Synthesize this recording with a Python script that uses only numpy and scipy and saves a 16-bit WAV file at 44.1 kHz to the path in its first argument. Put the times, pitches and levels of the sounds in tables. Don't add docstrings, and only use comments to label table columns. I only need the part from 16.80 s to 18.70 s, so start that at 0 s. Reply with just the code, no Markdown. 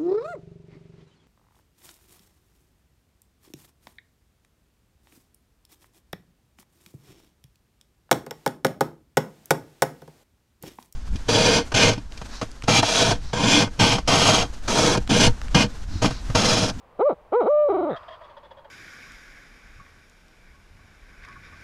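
import sys
import numpy as np
from scipy import signal
from scipy.fft import rfft, irfft, next_fast_len
from scipy.io import wavfile
from scipy.ndimage import uniform_filter1d, map_coordinates

SR = 44100
rng = np.random.default_rng(int(sys.argv[2]) if len(sys.argv) > 2 else 0)


def materialize(psi):
    bounded = np.clip(np.atleast_2d(psi).T, -1, 1)
    quanta = np.round(bounded * 32767).astype(np.int16)
    wavfile.write(sys.argv[1], SR, quanta)


N = 83790
T = np.arange(N) / SR
CUTOFF_HZ = 15700

# time_s, pitch_swing_share
FLUTTER_DEPTH = [(.886, 0.004), (.896, .115), (1.04, .115), (1.1, 0.0028)]


def from_db(db):
    return 10 ** (np.asarray(db) / 20)


def rms_one(x):
    return x / np.sqrt(np.mean(x ** 2) + 1e-20)


def curve(rows, axis=1):
    rows = np.array(rows)
    return np.interp(T, rows[:, 0], rows[:, axis])


def envelope(rows):
    rows = np.array(rows)
    level_db = np.interp(T, rows[:, 0], rows[:, -1], left=-200, right=-200)
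    return uniform_filter1d(from_db(level_db), size=130)


def drift(hz):
    lowpass = signal.butter(2, hz, fs=SR, output="sos")
    settled = signal.sosfilt(lowpass, rng.standard_normal(2 * N))[N:]
    return rms_one(settled)


def colour(x, points):
    size = 2 * next_fast_len(N)
    hz, db = np.transpose(points)
    grid_hz = np.maximum(np.arange(size // 2 + 1) * SR / size, 1)
    grid_db = np.interp(np.log(grid_hz), np.log(hz), db)
    cepstrum = irfft(np.log(from_db(grid_db)))
    cepstrum[1:size // 2] *= 2
    cepstrum[size // 2 + 1:] = 0
    response = np.exp(rfft(cepstrum))
    return irfft(rfft(x, size) * response)[:N]


def evened(x, size):
    power = uniform_filter1d(uniform_filter1d(x * x, size), size)
    return x / np.sqrt(np.abs(power) + 1e-12)


def blown(modes, stretch=1):
    skirt_db = -11
    out = 0
    for hz, width_hz, db in modes:
        for spread, gain in ((1, 1), (3, from_db(skirt_db))):
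            edges_hz = hz * np.exp(spread * width_hz / hz * np.array([-.5, .5]))
            edges_hz = np.clip(edges_hz, hz / 2, hz * 2)
            bandpass = signal.butter(2, edges_hz, "band", fs=SR, output="sos")
            band = signal.sosfilt(bandpass, rng.standard_normal(2 * N))
            out = out + from_db(db) * gain * evened(band, size=700)
    read_position = np.cumsum(stretch * np.ones(N))
    return rms_one(map_coordinates(out, [read_position], order=3))


def woodland_air():
    air_db = -54.5
    # frequency_hz, level_db
    air_spectrum = [(60, 0), (300, -13.5), (540, -3.5), (720, -6.5), (1080, -5), (1400, -16.5), (3000, -25),
                    (5500, -38.5), (15500, -45)]
    return from_db(air_db) * rms_one(colour(rng.standard_normal(N), air_spectrum))


def woodland_echo(x):
    echo_db, t60_s, build_up_s = -37, 1.9, .045
    # frequency_hz, level_db
    echo_spectrum = [(150, -17.5), (850, 3), (3000, -1), (6000, -13.5)]
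    decay = from_db(-60 * T / t60_s)
    build_up = 1 - np.exp(-(T / build_up_s) ** 2)
    scatter = rng.standard_normal(N) * decay * build_up
    echo = signal.fftconvolve(x, scatter / np.linalg.norm(scatter))[:N]
    return from_db(echo_db) * colour(echo, echo_spectrum)


def puffs():
    attack_s, release_s = .0025, .004
    hiss_wander_share, hiss_wander_hz = .02, 8.3
    # centre_s, half_length_s, level_db, hiss_re_body_db
    puff_rows = [(1.17, 0.0089, -41.5, -5.5), (1.236, 0.0046, -44.5, -12.5), (1.289, 0.0067, -39.5, -10),
                 (1.314, 0.0073, -42.5, -10.5), (1.34, 0.016, -46, -7.5), (1.419, 0.0068, -42.5, -17),
                 (1.45, 0.014, -52, -7), (1.508, 0.013, -49.5, -12), (1.577, 0.0091, -43, -13.5),
                 (1.652, 0.02, -50, -10), (1.717, 0.0076, -43, -11.5), (1.787, 0.017, -48.5, -12.5),
                 (1.854, 0.0078, -46, -12.5)]
    # frequency_hz, width_hz, level_db
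    body_modes = [(584.4, 41.4, -1.5), (930, 52, -5), (1620, 300, -14.5)]
    hiss_modes = [(1800, 240, -1.5), (3309, 108, 1.5), (3280, 840, -1), (4720, 480, -13.5)]
    rush_modes = [(1010, 280, 6), (2000, 1300, -9), (4350, 334, -19.5)]
    # time_s, level_db
    rush_level = [(1.16, -47.5), (1.34, -51), (1.39, -54), (1.48, -50.5), (1.56, -57), (1.9, -63)]
    # time_s, resonance_factor
    relaxation = [(1.3, 1.12), (1.55, 0.99), (1.9, .95)]

    stretch = curve(relaxation)
    body_gain, hiss_gain = 0, 0
    for centre_s, half_s, db, hiss_db in puff_rows:
        opening = .5 + .5 * np.tanh((T - centre_s + half_s) / attack_s)
        since_release_s = np.maximum(T - centre_s - half_s / 2, 0)
        swell = from_db(db) * opening * np.exp(-since_release_s / (release_s + half_s / 2))
        body_gain = body_gain + swell
        hiss_gain = hiss_gain + swell * from_db(hiss_db)
    body = body_gain * evened(blown(body_modes, stretch), size=500)
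    hiss = hiss_gain * blown(hiss_modes, 1 + hiss_wander_share * drift(hiss_wander_hz))
    rush = envelope(rush_level) * blown(rush_modes, stretch)
    return body + hiss + rush


def air_in_call():
    rumble_db = -56
    sag_share, waver_share, waver_hz = .18, .022, 600
    # centre_s, half_length_s, top_hz, level_db
    whistle_rows = [(.267, .04, 4500, -71), (.704, .022, 6380, -68.5)]
    # time_s, level_db
    gasp_level = [(1.125, -44), (1.15, -34), (1.177, -45)]
    # frequency_hz, width_hz, level_db
    gasp_modes = [(691.7, 54.2, -3.5), (1253.5, 207, -3.5)]

    depth = curve(FLUTTER_DEPTH)
    out = from_db(rumble_db) * depth / depth.max() * blown([(77, 240, 0)])
    for centre_s, half_s, top_hz, db in whistle_rows:
        arch = np.cos(np.pi / 2 * np.clip((T - centre_s) / half_s, -1, 1))
        pitch_hz = top_hz * (1 - sag_share * (1 - arch ** 2) + waver_share * drift(waver_hz))
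        out = out + from_db(db) * arch * np.sin(2 * np.pi * np.cumsum(pitch_hz) / SR)
    return out + envelope(gasp_level) * evened(blown(gasp_modes), size=500)


def overtones(pitch_hz, phase, orders):
    fall_db_per_octave = 3
    out = 0
    for k in orders:
        audible = k * pitch_hz < CUTOFF_HZ
        out = out + from_db(-fall_db_per_octave * np.log2(k)) * np.cos(k * phase) * audible
    return out


def voice():
    flutter_hz, crest_s, squareness, flutter_level_db = 23.3, .9105, 1.9, 2.4
    dwell = .25
    rough_below_hz, jitter_share, clear_jitter_share, shimmer_share = 380, .012, .0005, .1
    clear_from_hz, clear_loss_db = 472, 10
    pure_from_hz, pure_loss_db, transition_hz = 515, 6, 10
    breath_db, clear_breath_db = -30.5, -13
    rasp_top_hz, bass_cut_hz = 4120, 90
    # time_s, pitch_hz, level_db
    hoot = [(.186, 215, -56), (.195, 232.5, -22.5), (.202, 311.7, -21), (.21, 388.1, -18),
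            (.22, 429.2, -17), (.23, 499.5, -17.5), (.245, 538, -18.5), (.265, 601, -16.5), (.28, 589, -15),
            (.29, 545, -18.5), (.3, 373, -20.5), (.31, 297.2, -20), (.32, 244.6, -26.5),
            (.33, 173.6, -27.5), (.346, 147, -52)]
    long_call = [(.516, 223.8, -58), (.525, 268.3, -21.5), (.537, 391.8, -19.5), (.55, 436.5, -16.5),
                 (.567, 486.6, -17), (.59, 497.6, -18.5), (.604, 472.4, -17), (.615, 372.6, -18.5),
                 (.63, 279.5, -23), (.642, 208.3, -23.5), (.654, 210, -24.5), (.666, 328.4, -19.5),
                 (.685, 513.6, -17.5), (.705, 591.2, -17), (.8, 600.3, -16.5), (.84, 593.2, -17.5),
                 (.882, 564, -19.5), (.895, 371.9, -20), (.93, 356.1, -22), (1.085, 296.5, -25),
                 (1.103, 252, -23.5), (1.116, 191.3, -26.5), (1.135, 142.6, -30.5), (1.155, 115, -48)]
    # frequency_hz, level_db
    throat = [(110, -0.5), (290, -7.5), (500, 4.5), (780, -3), (1000, -8), (1075, -19), (1125, -6),
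              (1330, -9.5), (1490, -19.5), (1680, -34), (2270, -29), (2650, -44.5), (3100, -38),
              (3450, -49.5), (3850, -37), (4450, -56.5), (7000, -72)]
    breath_spectrum = [(250, -16.5), (1300, 0), (2500, 19.5), (11000, 28)]
    # time_s, level_db
    pure_swell = [(.75, -2.5), (.8, 4.5), (.87, -1)]
    pressed = [(.66, 3), (.95, -2), (1.04, -3.5), (1.1, 1.5)]
    # time_s, level_db
    rasp_level = [(1.095, -54), (1.11, -45), (1.16, -50)]
    # frequency_hz, width_hz, level_db
    rasp_modes = [(1750, 310, -0.5), (3596, 250, -8)]

    depth = curve(FLUTTER_DEPTH)
    cycle = np.cos(2 * np.pi * flutter_hz * (T - crest_s))
    flutter = depth * np.tanh(squareness * (cycle + dwell))
    pitch_hz = curve(hoot + long_call) * (1 + flutter)

    rough = 1 / (1 + (pitch_hz / rough_below_hz) ** 6)
    clear = .5 + .5 * np.tanh((pitch_hz - clear_from_hz) / transition_hz)
    pure = .5 + .5 * np.tanh((pitch_hz - pure_from_hz) / transition_hz)
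    jitter = (jitter_share * rough + clear_jitter_share) * drift(120)
    phase = 2 * np.pi * np.cumsum(pitch_hz * (1 + jitter)) / SR

    second = overtones(pitch_hz, phase, [2])
    middle = from_db(curve(pure_swell) * pure) * overtones(pitch_hz, phase, range(3, 6))
    high = overtones(pitch_hz, phase, range(6, 40))
    upper = from_db(-pure_loss_db * pure) * (second + middle) + from_db(-clear_loss_db * clear) * high
    shimmer = 1 + shimmer_share * rough * drift(200)
    pulses = (np.cos(phase) + from_db(curve(pressed)) * upper) * shimmer
    tone = evened(colour(pulses, throat), size=380)

    opening = 1 + np.cos(phase)
    breath = colour(rng.standard_normal(N) * opening, breath_spectrum)
    breath = rms_one(colour(breath, throat))
    breath_gain = from_db(breath_db + clear_breath_db * clear)

    level = envelope(hoot) + envelope(long_call)
    level = level * from_db(flutter_level_db * flutter / depth.max())
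    call = level * (tone + breath_gain * breath)

    rasp_lowpass = signal.butter(10, rasp_top_hz, fs=SR, output="sos")
    rasp = signal.sosfilt(rasp_lowpass, blown(rasp_modes) * opening)
    bass_cut = signal.butter(2, bass_cut_hz, "high", fs=SR, output="sos")
    return signal.sosfilt(bass_cut, call + envelope(rasp_level) * rms_one(rasp))


def scene():
    owl = voice() + air_in_call() + puffs()
    mix = owl + woodland_echo(owl) + woodland_air()
    return mix[None]


def record(dry):
    lowpass = signal.ellip(10, .1, 70, CUTOFF_HZ, fs=SR, output="sos")
    return signal.sosfilt(lowpass, dry)


dry = scene()
out = record(dry)
materialize(out)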